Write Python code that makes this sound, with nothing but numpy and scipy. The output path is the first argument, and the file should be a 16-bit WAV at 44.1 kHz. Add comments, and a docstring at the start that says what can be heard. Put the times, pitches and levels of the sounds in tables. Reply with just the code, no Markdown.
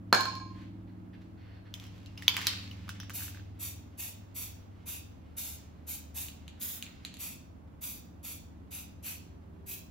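"""Spray can in a garage

A spray can lands on a garage floor and rocks on its rim; another is picked up and shaken, its mixing ball
clacking, then sprayed in fifteen puffs. Ball, landing and snaps are noise bursts with ringing modes; jet,
slosh, cloth and outdoor air are coloured noise. Far beyond the open door an engine, a stack of sine
orders, slowly sinks in pitch. Sounds from inside the garage take on its reflections."""
import sys
import numpy as np
from scipy import signal
from scipy.fft import rfft, irfft
from scipy.io import wavfile
from scipy.ndimage import uniform_filter1d

SR = 44100
rng = np.random.default_rng(int(sys.argv[2]) if len(sys.argv) > 2 else 0)


def inscribe(sig):
    """Save sig as 16-bit PCM at rate SR to the path in sys.argv[1].

    A 1-D sig is mono; a 2-D sig holds one channel per row.
    Samples are clipped to [-1, 1] before scaling.
    """
    pcm = np.round(np.clip(np.atleast_2d(sig).T, -1, 1) * 32767)
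    wavfile.write(sys.argv[1], SR, pcm.astype(np.int16))


N = 436590
T = np.arange(N) / SR


def from_db(db):
    """Decibels to gain."""
    return 10 ** (np.asarray(db) / 20)


def rms_one(x):
    """Scale to unit rms."""
    return x / np.sqrt(np.mean(x ** 2) + 1e-20)


def in_time(rows):
    """Curve rows to one value per sample for each column after the time."""
    s, *columns = np.transpose(rows)
    return [np.interp(T, s, column) for column in columns]


def at_hz(points, hz):
    """Read a table on a log-frequency axis."""
    f, value = np.transpose(points)
    return np.interp(np.log(np.maximum(hz, 1)), np.log(f), value)


def colour(x, spectrum):
    """Causal (minimum-phase) filter with the given gains, built by folding the cepstrum."""
    size = 8192
    gain = from_db(at_hz(spectrum, np.fft.rfftfreq(size, 1 / SR)))
    cepstrum = irfft(np.log(gain))
    cepstrum[1:size // 2] *= 2
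    cepstrum[size // 2 + 1:] = 0
    impulse = irfft(np.exp(rfft(cepstrum)))[:size // 2]
    return signal.oaconvolve(x, impulse)[:len(x)]


def drift(rate):
    """Random wander: straight lines between normal random knots, rate knots per second."""
    knots = rng.standard_normal(1000)
    return np.interp(T * rate, np.arange(len(knots)), knots)


def ring(x, hz, t60):
    """A mode: a unit click sets a dying sine of starting height 1 ringing."""
    r = from_db(-60 / (t60 * SR))
    w = 2 * np.pi * hz / SR
    return signal.lfilter([0, np.sin(w)], [1, -2 * r * np.cos(w), r * r], x + 1e-18)


def burst(t, decay_s):
    """A dying spurt of noise with an even spectrum and unit energy."""
    x = rng.standard_normal(len(t)) * np.exp(-t / decay_s)
    size = 2048
    power = uniform_filter1d(np.abs(rfft(x, size)) ** 2, size=9)
    evening = np.column_stack([np.fft.rfftfreq(size, 1 / SR), -10 * np.log10(power)])
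    x = colour(x, evening[1:])
    return x / np.linalg.norm(x)


def high_pass(x, hz):
    """Gentle first-order low cut."""
    return signal.sosfilt(signal.butter(1, hz, "high", fs=SR, output="sos"), x)


def add(out, s, x):
    """Mix x into out from time s."""
    i = round(s * SR)
    out[..., i:i + x.shape[-1]] += x[..., :N - i]


# how long the garage rings in each band: (frequency [Hz], decay by 60 dB [s])
GARAGE_DECAY = [(150, 0.33), (500, 0.51), (1200, 0.3), (2800, 0.5), (5000, 0.53), (8000, 0.35),
                (12000, 0.11), (16000, 0.39)]
NEAR_S = 0.016  # decay constant of the first reflections, off floor and body


def garage(x, wet_db, aside_db, build_s, near=0, outward=None):
    """Direct sound plus reflections of what goes outward, thickening into a tail; returns sum, difference."""
    size = 32768
    t, hz = T[:size], np.fft.rfftfreq(size, 1 / SR)
    centres = np.array(GARAGE_DECAY)[:, 0]
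    density = np.minimum(.2 + (t / .05) ** 2, 1)
    present = rng.random((2, size)) < density
    echoes = rng.standard_normal((2, size)) * present / np.sqrt(density) * (t > .002)
    spectrum = rfft(echoes)
    tail = np.zeros((2, size))
    for (centre, t60), share in zip(GARAGE_DECAY, np.eye(len(centres))):
        band = irfft(spectrum * np.interp(hz, centres, share))
        tail += band * np.exp(-np.log(1000) * t / t60)
    tail *= (1 - np.exp(-t / build_s)) * (1 + near * np.exp(-t / NEAR_S))
    tail *= from_db(wet_db) / np.linalg.norm(tail, axis=1, keepdims=True)
    # the first bounce arrives from aside, so the difference holds the slope of its wave
    aside = np.roll(np.gradient(x), 20)
    direct = np.array([x, from_db(aside_db) * aside])
    outward = x if outward is None else outward
    return direct + signal.oaconvolve(outward[None], tail, axes=1)[:, :len(x)]


# presses of the nozzle: (time [s], held [s], relative level [dB], opening [s],
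# nozzle resonance offset [dB], sizzle [dB])
PUFF_PRESSES = [(3.131, 0.15, -38, 0.026, -4, 2.5), (3.589, 0.12, -36, 0.045, -4, 1.5),
                (3.972, 0.13, -38, 0.032, -1, 1.5), (4.343, 0.14, -38.5, 0.03, -3, 2.5),
                (4.856, 0.12, -37.5, 0.037, 0.5, 1), (5.364, 0.18, -38, 0.02, -9, 1.5),
                (5.865, 0.11, -35.5, 0.045, -6.5, 1), (6.141, 0.13, -36.5, 0.037, -3, 1),
                (6.595, 0.18, -36, 0.03, -13, 4.5), (7.185, 0.14, -38.5, 0.037, -0.5, 1),
                (7.808, 0.16, -38.5, 0.03, -7, 4), (8.227, 0.13, -40, 0.03, -2, 1.5),
                (8.705, 0.12, -40, 0.034, 2, -1.5), (9.024, 0.13, -38, 0.047, 3, 0.5),
                (9.659, 0.11, -36, 0.054, -1.5, 5.5)]
# hiss of the jet: (frequency [Hz], level [dB])
JET_HISS = [(300, -11), (800, -7), (1900, -9.5), (2500, -2.5), (3000, -6), (3600, -1.5), (5000, -6),
            (6600, -1), (8500, -0.5), (11000, 4.5), (13000, 4.5), (15200, -1), (17000, -7.5)]
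NOZZLE_HZ, NOZZLE_T60_S, NOZZLE_DB = 2540, 0.0072, -13  # breathy resonance; each press offsets its level
SIZZLE_HZ = (11700, 14900)  # the sizzle sets in over this range
# a harder press is brighter: dB per octave of treble for each dB above the usual level
USUAL_PUFF_DB, BRIGHTER_PER_DB = -42.5, 0.19
# the jet also arrives off the hand and knee, which hollows its colour: range of delays, level
HAND_ECHO_S, HAND_ECHO_DB = (0.000513, 0.001572), -6.5
SPUTTER_PER_S, SPUTTER_DB = 89.5, 1.1


def spray(close_s, sag_db, aim_db):
    """The valve eases open, the jet hisses, sputters and sags, the valve shuts; each puff has new reflections."""
    out, t = np.zeros((2, N)), T[:SR * 3 // 4]
    jet_hz = np.array(JET_HISS)[:, 0]
    treble = np.log2(np.clip(jet_hz / 4000, 1, 3))
    top = np.interp(jet_hz, SIZZLE_HZ, [0, 1])
    for s, held, db, open_s, nozzle_db, sizzle_db in PUFF_PRESSES:
        lift_db = BRIGHTER_PER_DB * (db - USUAL_PUFF_DB) * treble + sizzle_db * top
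        tone = [(hz, level + up + aim_db * rng.normal()) for (hz, level), up in zip(JET_HISS, lift_db)]
        hiss = colour(rng.standard_normal(len(t)), tone)
        echo = np.interp(t - rng.uniform(*HAND_ECHO_S), t, hiss)
        hiss = rms_one(hiss + from_db(HAND_ECHO_DB) * echo)
        breath = ring(rng.standard_normal(len(t)), NOZZLE_HZ, NOZZLE_T60_S)
        hiss += from_db(NOZZLE_DB + nozzle_db) * rms_one(np.gradient(breath))
        sputter = np.interp(t * SPUTTER_PER_S, np.arange(len(t)), rng.standard_normal(len(t)))
        opening = np.clip(t / open_s, 0, 1)
        closing = np.clip((held - t) / close_s + .5, 0, 1)
        level = from_db(db - sag_db * t / held + SPUTTER_DB * sputter)
        puff = level * opening * closing * hiss
        add(out, s, garage(puff, wet_db=-4.0, aside_db=-1.0, build_s=0.00037))
    return out


# mixing ball striking the can wall: (time [s], relative level [dB], dent pitch [Hz],
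# cycles to the dent's peak [count], hard tick [dB])
BALL_STRIKES = [(1.7403, -25, 3200, 1.2, -4.5), (1.799, -33.5, 3400, 1, -5), (1.84, -40, 3190, 1.6, -1),
                (1.867, -44, 2960, 2.2, 2), (2.0604, -36.5, 4100, 0.93, -11.5),
                (2.1754, -33, 2820, 2.7, -26), (2.178, -33, 5000, 2.8, -29), (2.223, -28.5, 1960, 1.5, -3),
                (2.2805, 0, 3330, 1.5, -25), (2.344, -32, 1040, 1.3, -13), (2.3672, -15, 2170, 0.34, 0),
                (2.3786, -29, 1000, 0.97, -12), (2.39, -28, 1210, 0.43, -15),
                (2.415, -28.5, 1740, 1.2, -10), (2.4695, -5.5, 4560, 0.58, -4),
                (2.489, -31, 2200, 1.5, -12), (2.503, -28, 2980, 1, -8), (2.7129, -33.5, 2950, 2.2, -26),
                (2.88, -36, 1290, 1.3, -25), (2.892, -26, 1430, 0.88, 0), (3.001, -33.5, 1640, 0.68, -12),
                (3.001, -28, 5740, 2.6, -25), (3.032, -39, 1500, 0.67, -3),
                (3.0967, -30.5, 2090, 0.34, 3.5), (3.104, -30.5, 1480, 0.54, -7),
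                (3.2064, -37, 1550, 2.1, -17), (3.221, -36, 1590, 1.6, -15.5),
                (3.281, -35, 1550, 0.91, -15), (3.3468, -38.5, 1600, 1.4, -1),
                (3.3728, -41, 1600, 0.81, -12), (3.396, -42, 1600, 1.3, -24)]
# shell of the can damped by the hand: (frequency [Hz], level [dB], decay by 60 dB [s])
HELD_SHELL = [(1040, -28, 0.026), (2000, -28.5, 0.01), (2530, -11.5, 0.009), (3008, -19, 0.048),
              (3550, -8.5, 0.0072), (4300, -17.5, 0.01), (5000, -15.5, 0.00566), (5630, -20, 0.008),
              (6400, -17, 0.005), (11350, -10.5, 0.0023), (14400, -13.5, 0.0031)]
# hard contact of the ball: (frequency [Hz], level [dB])
BALL_TICK = [(150, -14.5), (700, -13), (1500, -1), (3000, 0), (6000, 1.5), (9000, 1.5), (16000, -7)]
DENT_OVERTONE, DENT_OVERTONE_DB = 1.8, -11.5  # second mode of a dent: multiple of its pitch, level
REBOUND_S, REBOUND_DB = 0.0024, -11  # the ball touches once more, 0.65 to 1.1 times this long after
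WALL_CUT_HZ = 570  # the small can radiates little below this


def ball(dent_db, shell_db, tick_db, tick_s, grip):
    """The ball dents the wall in a pitched swell, rings the shell, which grip and paint detune, and rebounds."""
    out, t = np.zeros(N), T[:SR // 10]
    for s, db, hz, cycles, hard_db in BALL_STRIKES:
        overtone = from_db(DENT_OVERTONE_DB) * np.sin(2 * np.pi * hz * DENT_OVERTONE * t)
        dent = np.sin(2 * np.pi * hz * t) + overtone
        age = t * hz / cycles
        dent *= age * np.exp(1 - age) / np.sqrt(2 * cycles)
        shell = np.zeros(len(t))
        for f, level, t60 in HELD_SHELL:
            gain = from_db(level + rng.normal(0, 2.4)) * rng.choice([-1, 1])
            shell += gain * ring(t == 0, f * np.exp(grip * rng.normal()), t60)
        tick = from_db(hard_db + tick_db) * colour(burst(t, tick_s), BALL_TICK)
        strike = from_db(db) * (from_db(dent_db) * dent + from_db(shell_db) * shell + tick)
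        add(out, s, strike)
        add(out, s + REBOUND_S * rng.uniform(0.65, 1.1), from_db(REBOUND_DB) * strike)
    return high_pass(out, WALL_CUT_HZ)


# a swing of the can throws the paint against its wall: (time [s], level [dB], settling time constant [s])
PAINT_SWINGS = [(1.735, -60, 0.24), (2.17, -57.5, 0.32), (2.273, -39.5, 0.064), (2.359, -41.5, 0.11),
                (2.471, -40, 0.041), (3.17, -51.5, 0.092)]
# colour of the slapping paint and skittering ball: (frequency [Hz], level [dB])
SLOSH_COLOUR = [(150, -11.5), (350, -3), (600, -10), (1100, 1), (1500, 0), (2400, 2.5), (3200, -0.5),
                (5000, -6), (8000, -13.5), (16000, -17.5)]
SWING_RISE_S = 0.027


def jostle(per_s, spread_db):
    """After each swing paint slaps and the ball skitters in a dying spatter of small contacts."""
    level, t = np.zeros(N), T[:SR]
    for s, db, settle_s in PAINT_SWINGS:
        add(level, s, from_db(db) * np.minimum(t / SWING_RISE_S, 1) * np.exp(-t / settle_s))
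    hits = (rng.random(N) < per_s / SR) * rng.choice([-1, 1], N)
    contacts = hits * from_db(spread_db * rng.standard_normal(N))
    return level * rms_one(colour(contacts, SLOSH_COLOUR))


# can set down, then rocking on its rim: (time [s], relative level [dB], contact hardness [Hz],
# floor thud [dB], rim ping [dB])
RIM_TOUCHES = [(0.1274, -0.5, 6400, 1.5, -24), (0.143, -25, 4000, -6, -13),
               (0.1482, -10.5, 12000, -7.5, -3.5), (0.2072, -14.5, 11000, -12, -14),
               (0.2547, -17, 7050, -2.5, -22), (0.2962, -31, 5000, -20, 1), (0.313, -16, 400, -13, -29),
               (0.3529, -25, 6000, -18, -1.5), (0.398, -9, 300, -13, -27), (0.544, -25, 250, -10, -27)]
# ring of the standing can, in close clusters: (frequency [Hz], level [dB], decay by 60 dB [s])
STANDING_RING = [(747, -34, 0.2), (826, -34.5, .3), (875, -39.5, .36), (1053, -26.5, 0.83),
                 (1066, -26.5, 0.75), (1324, -18, 0.025), (1618, -27.5, 0.12), (1635, -24.5, 0.14),
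                 (2240, -38, 0.299), (2320, -34.5, 0.32), (2386, -33, 0.14), (2480, -37, .2),
                 (2723, -44, .3), (3160, -41.5, 0.32), (3580, -43, 0.38), (4220, -30.5, 0.24),
                 (4207, -29.5, 0.33), (4260, -27.5, 0.2), (4298, 4, 0.011), (4434, -36, 0.25),
                 (4580, -36, .2), (5140, -40, .35), (6460, -41, 0.44), (6670, -39.5, 0.4)]
# dead crack of steel on the floor, before each touch's thud is added: (frequency [Hz], level [dB])
FLOOR_CRACK = [(60, -29), (150, -2.5), (300, -2), (500, -6), (800, 0), (1550, 2.5), (2000, -12),
               (3300, -14), (5200, -14.5), (5700, -21), (6600, -15.5), (8000, -18), (14000, -15.5),
               (17000, -26.5)]
PING_HZ, PING_T60_S = 5110, 0.0045  # the rim itself, when it lands on its edge
THUD_TOP_HZ = (1600, 3300)  # the floor's thud fades out over this range
ROCK_PER_S, ROCK_DB, ROCK_ONSET_S = 22, 3.5, .15  # flutter as the can rocks: mean rate, depth, time to set in
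STILLED_S, STILLING_S = 0.57, .045  # the can comes to rest at this time; decay constant of its sound


def set_down(crack_db, ring_db, crack_s):
    """Each touch of the rim cracks on the floor and rings the can, softer contacts duller; crack and ring."""
    out, t = np.zeros((2, N)), T[:SR * 3 // 4]
    modes = sum(from_db(level) * ring(t == 0, hz, t60) for hz, level, t60 in STANDING_RING)
    modes = modes * (1 - np.exp(-t / 0.002))
    ping = ring(t == 0, PING_HZ, PING_T60_S)
    for s, db, hard_hz, thud_db, ping_db in RIM_TOUCHES:
        tone = [(hz, level + thud_db * np.interp(hz, THUD_TOP_HZ, [1, 0])) for hz, level in FLOOR_CRACK]
        # the softest contacts hardly crack at all
        crack_gain = from_db(crack_db) * min(hard_hz / 4000, 1)
        crack = crack_gain * colour(burst(t, crack_s), tone)
        ringing = from_db(ring_db) * (modes + from_db(ping_db) * ping)
        softness = signal.butter(1, min(hard_hz, 20000), fs=SR, output="sos")
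        add(out, s, from_db(db) * signal.sosfilt(softness, np.array([crack, ringing])))
    onset = np.clip((T - RIM_TOUCHES[0][0]) / ROCK_ONSET_S, 0, 1)
    rocking = np.sin(2 * np.pi * ROCK_PER_S * T + 2 * drift(6.6)) * onset
    stilling = np.exp(-np.maximum(T - STILLED_S, 0) / STILLING_S)
    return out * from_db(ROCK_DB * rocking) * stilling


# one mode sinks in pitch, perhaps as the paint surges in the landed can
SAG_HZ, SAG_HZ_PER_S, SAG_DB, SAG_PEAK_S = 1770, 2500, -30, .025


def sinking_ring():
    """From the landing one mode swells briefly and slides down in pitch."""
    out, t = np.zeros(N), T[:SR // 3]
    age = t / SAG_PEAK_S
    tone = np.sin(2 * np.pi * (SAG_HZ * t - SAG_HZ_PER_S * t ** 2 / 2))
    add(out, RIM_TOUCHES[0][0], from_db(SAG_DB) * age * np.exp(1 - age) * tone)
    return out


# small snaps as the can is turned in the hand: (time [s], relative level [dB],
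# brightness [dB per octave], ring pitch [Hz], relative ring level [dB])
HAND_SNAPS = [(6.2847, -26, 3, 2830, -4), (6.4796, -28, 1, 2850, -4), (6.614, -27, 5, 3530, -8),
              (6.8252, -18, 3.5, 2870, -2), (6.865, -31, -5, 2270, 0), (7.0499, -18.5, 1.5, 4110, -4),
              (7.141, -27.5, 3.5, 4280, -9), (7.169, -30, 3, 6800, -8)]
# colour of a snap, before its own brightness: (frequency [Hz], level [dB])
SNAP_COLOUR = [(200, -27), (900, -4), (1800, 3.5), (2300, 8), (2900, 8.5), (4300, 5.5), (5400, -11),
               (6800, 1.5), (8000, -7), (12000, -6.5), (16000, -19.5)]
SNAP_T60_S = 0.0048  # ring of the cap after a snap


def clicks(level_db, snap_s, cap_db):
    """Dry snaps as the can is turned in the hand, each a noise burst with a short ring of the cap."""
    out, t = np.zeros(N), T[:SR // 10]
    for s, db, tilt, ring_hz, ring_db in HAND_SNAPS:
        tone = [(hz, level + tilt * np.log2(hz / 4000)) for hz, level in SNAP_COLOUR]
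        snap = colour(burst(t, snap_s), tone)
        cap = ring(t == 0, ring_hz, SNAP_T60_S) * (1 - np.exp(-t / snap_s))
        cap = from_db(cap_db + ring_db) * cap / np.linalg.norm(cap)
        add(out, s, from_db(db + level_db) * (snap + cap))
    return out


# a can is nudged and dragged before it is lifted: (time [s], length [s], level [dB])
CAN_SLIDES = [(0.537, 0.11, -68), (0.868, 0.033, -69.5), (1.126, 0.025, -62.5), (1.37, 0.21, -67.5),
              (1.649, 0.027, -63.5)]
# colour of its scraped wall: (frequency [Hz], level [dB])
SCRAPE_COLOUR = [(300, -5.5), (1100, 1), (1750, 8.5), (2500, 2.5), (3400, -2), (3900, -6), (4300, 0),
                 (4900, -11), (5800, -12), (6500, -28), (16000, -26)]


def slides(grain_db, edge_s):
    """A can drags in small catches that stir its wall: coloured noise with a flickering level."""
    level = np.zeros(N)
    for s, length, db in CAN_SLIDES:
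        start = np.clip((T - s) / edge_s, 0, 1)
        stop = np.clip((s + length - T) / edge_s + 1, 0, 1)
        level += from_db(db) * start * stop
    return level * from_db(grain_db * drift(120)) * rms_one(colour(rng.standard_normal(N), SCRAPE_COLOUR))


# the arm moves and the sleeve rubs: (time [s], length [s], peak level [dB])
SLEEVE_RUBS = [(0.48, 0.22, -63.5), (1.14, 0.17, -70.5), (2.6, 0.79, -63.5), (5.396, 0.56, -73.5),
               (6.4, 1.0, -65), (8.945, 0.64, -76)]
# colour of rubbing cloth: (frequency [Hz], level [dB])
CLOTH_COLOUR = [(300, -5), (1000, 2), (2000, 5.5), (2900, 2.5), (4500, -4.5), (6500, -12), (9000, -16),
                (16000, -24)]
RUB_RISE = 0.4  # share of a rub spent swelling
# the cloth stirs faintly between these times while the can is handled, less at rest
HANDLING_S, HANDLING_DB, RESTING_DB = (1.716, 6.7), -76, -81.5


def sleeve(grain_db):
    """Cloth rubs in small uneven catches; each move of the arm swells and fades over a faint stir."""
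    handled = (T > HANDLING_S[0]) & (T < HANDLING_S[1])
    stir = np.where(handled, from_db(HANDLING_DB), from_db(RESTING_DB))
    level = uniform_filter1d(stir, size=SR // 4)
    for s, length, db in SLEEVE_RUBS:
        rub = np.interp(T, [s, s + length * RUB_RISE, s + length], [0, 1, 0])
        level = np.maximum(level, from_db(db) * rub)
    return level * from_db(grain_db * drift(50)) * rms_one(colour(rng.standard_normal(N), CLOTH_COLOUR))


# far engine, slowly sinking: (time [s], speed [cycles per s])
SINKING_SPEED = [(0, 20.68), (4, 19.63), (6, 19.2), (9.9, 18.74)]
# main hum, the fifth order, before HUM_DB: (time [s], level [dB])
HUM_LEVEL = [(0.0, -48), (0.33, -46), (1.21, -52.5), (2.98, -46.5), (3.75, -49), (3.95, -57), (4.66, -50),
             (5.4, -65.5), (9.21, -56), (9.9, -58)]
# ninth order: (time [s], level [dB])
NINTH_ORDER = [(0, -49), (1.15, -51), (1.4, -60.5), (1.9, -55.5), (2.2, -54.5), (3.05, -53.5), (3.3, -61),
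               (4, -66), (6, -66.5), (7, -62), (7.9, -62.5), (9.9, -58.5)]
# shared level of the upper orders: (time [s], level [dB])
UPPER_ORDERS_LEVEL = [(0, -51), (.7, -46.5), (1.4, -57), (3, -57), (4.2, -69.5), (6, -56.5), (9.9, -61.5)]
# balance of these orders: (multiple of the speed [count], relative level [dB])
UPPER_ORDERS = [(3, -16.5), (7, -16), (8, -15), (10, -13), (11, -11.5), (12, -9), (13, -12.5), (14, -4.5),
                (15, -11), (16, -10), (17, -25)]
# swells out of the drone, heard only for orders that are played:
# (multiple of the speed [count], time [s], length [s], peak level [dB])
DRONE_SWELLS = [(6, 1.3, .5, -55), (16, 1.06, .45, -58.5), (10, 2.2, 1.1, -53.5), (15, 2.56, 1.63, -59.5),
                (4, 2.67, 1.9, -50.5), (12, 3.6, 0.76, -61)]
HUM_DB = 2.5
FOURTH_DB, FOURTH_RISE_S = -53.5, 1.6  # the fourth order swells in and stays: mean level, time constant


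def engine(fade_db, fourth_fade_db, wobble):
    """Sine orders of the engine cycle, fading and wavering on their long way through the air."""
    speed, = in_time(SINKING_SPEED)
    hum_db, = in_time(HUM_LEVEL)
    ninth_db, = in_time(NINTH_ORDER)
    upper_db, = in_time(UPPER_ORDERS_LEVEL)
    phase = 2 * np.pi * np.cumsum(speed) / SR
    fourth = from_db(FOURTH_DB + fourth_fade_db * drift(2.5)) * (1 - np.exp(-T / FOURTH_RISE_S))
    orders = [(4, fourth), (5, from_db(HUM_DB + hum_db)), (9, from_db(ninth_db))]
    orders += [(k, from_db(upper_db + db + fade_db * drift(1.9))) for k, db in UPPER_ORDERS]
    swells = {}
    for k, s, length, db in DRONE_SWELLS:
        swells[k] = from_db(db) * np.sin(np.pi * np.clip((T - s) / length, 0, 1))
    drone = np.zeros(N)
    for k, gain in orders:
        wave = np.sin(k * (phase + wobble * drift(5)) + rng.uniform(0, 2 * np.pi))
        drone += np.maximum(gain, swells.get(k, 0)) * wave
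    return np.sqrt(2) * drone


# a faint rising hum from the street: (time [s], frequency [Hz], level [dB])
STREET_TONE = [(8.8, 368, -93), (9.25, 378.3, -70), (9.7, 392.5, -60.5), (9.9, 394, -75.5)]


def street_hum(waver):
    """One far tone, a sine with an unsteady phase."""
    hz, db = in_time(STREET_TONE)
    phase = 2 * np.pi * np.cumsum(hz) / SR + waver * drift(30)
    return np.sqrt(2) * from_db(db) * np.sin(phase)


# outdoor rumble and hiss: (frequency [Hz], level [dB])
AIR_COLOUR = [(20, -15), (40, -6.5), (58, 1), (80, 5), (130, -2.5), (220, -1.5), (310, -6), (400, -14),
              (700, -17.5), (1200, -24.5), (2500, -37.5), (5000, -50.5), (9000, -50), (16000, -50)]


def air(level_db):
    """Steady, diffuse outdoor rumble, unrelated in sum and difference."""
    sides = [rms_one(colour(rng.standard_normal(N), AIR_COLOUR)) for _ in range(2)]
    return from_db(level_db) * np.array(sides)


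# microphone pair, whose sum cancels near 9 kHz: (frequency [Hz], level [dB])
PAIR_SUM = [(100, -3), (6500, 1), (8000, -2), (9000, -24), (10000, -2), (11500, -0.5), (16000, -0.5)]
# their difference, strong near there: (frequency [Hz], level [dB])
PAIR_DIFFERENCE = [(60, -9.5), (150, -11), (300, -3.5), (700, 1), (2000, 0.5), (4500, 0.5), (7000, 3.5),
                   (8200, 7.5), (9000, 4), (10800, 5), (12000, -4.5), (14000, -13.5), (15400, -5.5)]
# the left port is slightly duller in the middle: (frequency [Hz], level [dB])
LEFT_COLOUR = [(100, 0.5), (250, -1.5), (600, -3.5), (1200, -3), (2500, -1), (5000, -.5), (12000, -0.5)]


def scene():
    """All sources as sum and difference, through the microphone pair, to left and right."""
    pair = spray(close_s=0.098, sag_db=7.0, aim_db=0.1) * from_db(-1)

    rattle = ball(dent_db=-0.5, shell_db=-5.5, tick_db=6, tick_s=0.00082, grip=0.041)
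    # the room hears more of the whole shell
    all_round = ball(dent_db=-4.5, shell_db=-1.5, tick_db=7, tick_s=.0007, grip=0.043)
    pair += garage(rattle, wet_db=-4.5, aside_db=-10.5, build_s=0.00072, near=1.7, outward=all_round)

    crack, ringing = set_down(crack_db=21, ring_db=-3.5, crack_s=0.0023)
    pair += garage(crack, wet_db=-4.0, aside_db=-8.5, build_s=0.003)
    pair += garage(ringing + sinking_ring(), wet_db=-5.0, aside_db=-9.0, build_s=0.003)

    snaps = clicks(level_db=1.5, snap_s=0.0013, cap_db=1.5)
    # the hand shields the cap's ring from the room
    snaps_outward = clicks(level_db=2.5, snap_s=0.0012, cap_db=-9)
    pair += garage(snaps, wet_db=-3.0, aside_db=-1, build_s=0.0016, near=0.83, outward=snaps_outward)

    rustle = sleeve(grain_db=3.5) + slides(grain_db=1.5, edge_s=0.01) + jostle(per_s=700, spread_db=5.5)
    pair += garage(rustle, wet_db=-2.0, aside_db=-9.5, build_s=0.0064)

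    # the far tones arrive from straight ahead, in the sum alone
    pair[0] += engine(fade_db=3.0, fourth_fade_db=2.5, wobble=0.069) + street_hum(waver=.7)
    pair += air(level_db=-51.5)
    mid, side = colour(pair[0], PAIR_SUM), colour(pair[1], PAIR_DIFFERENCE)
    return np.array([colour(mid + side, LEFT_COLOUR), mid - side])


CUTOFF_HZ = 15750


def record(dry):
    """The top is cut steeply by an elliptic low-pass."""
    return signal.sosfilt(signal.ellip(12, .1, 80, CUTOFF_HZ, fs=SR, output="sos"), dry)


dry = scene()
out = record(dry)
inscribe(out)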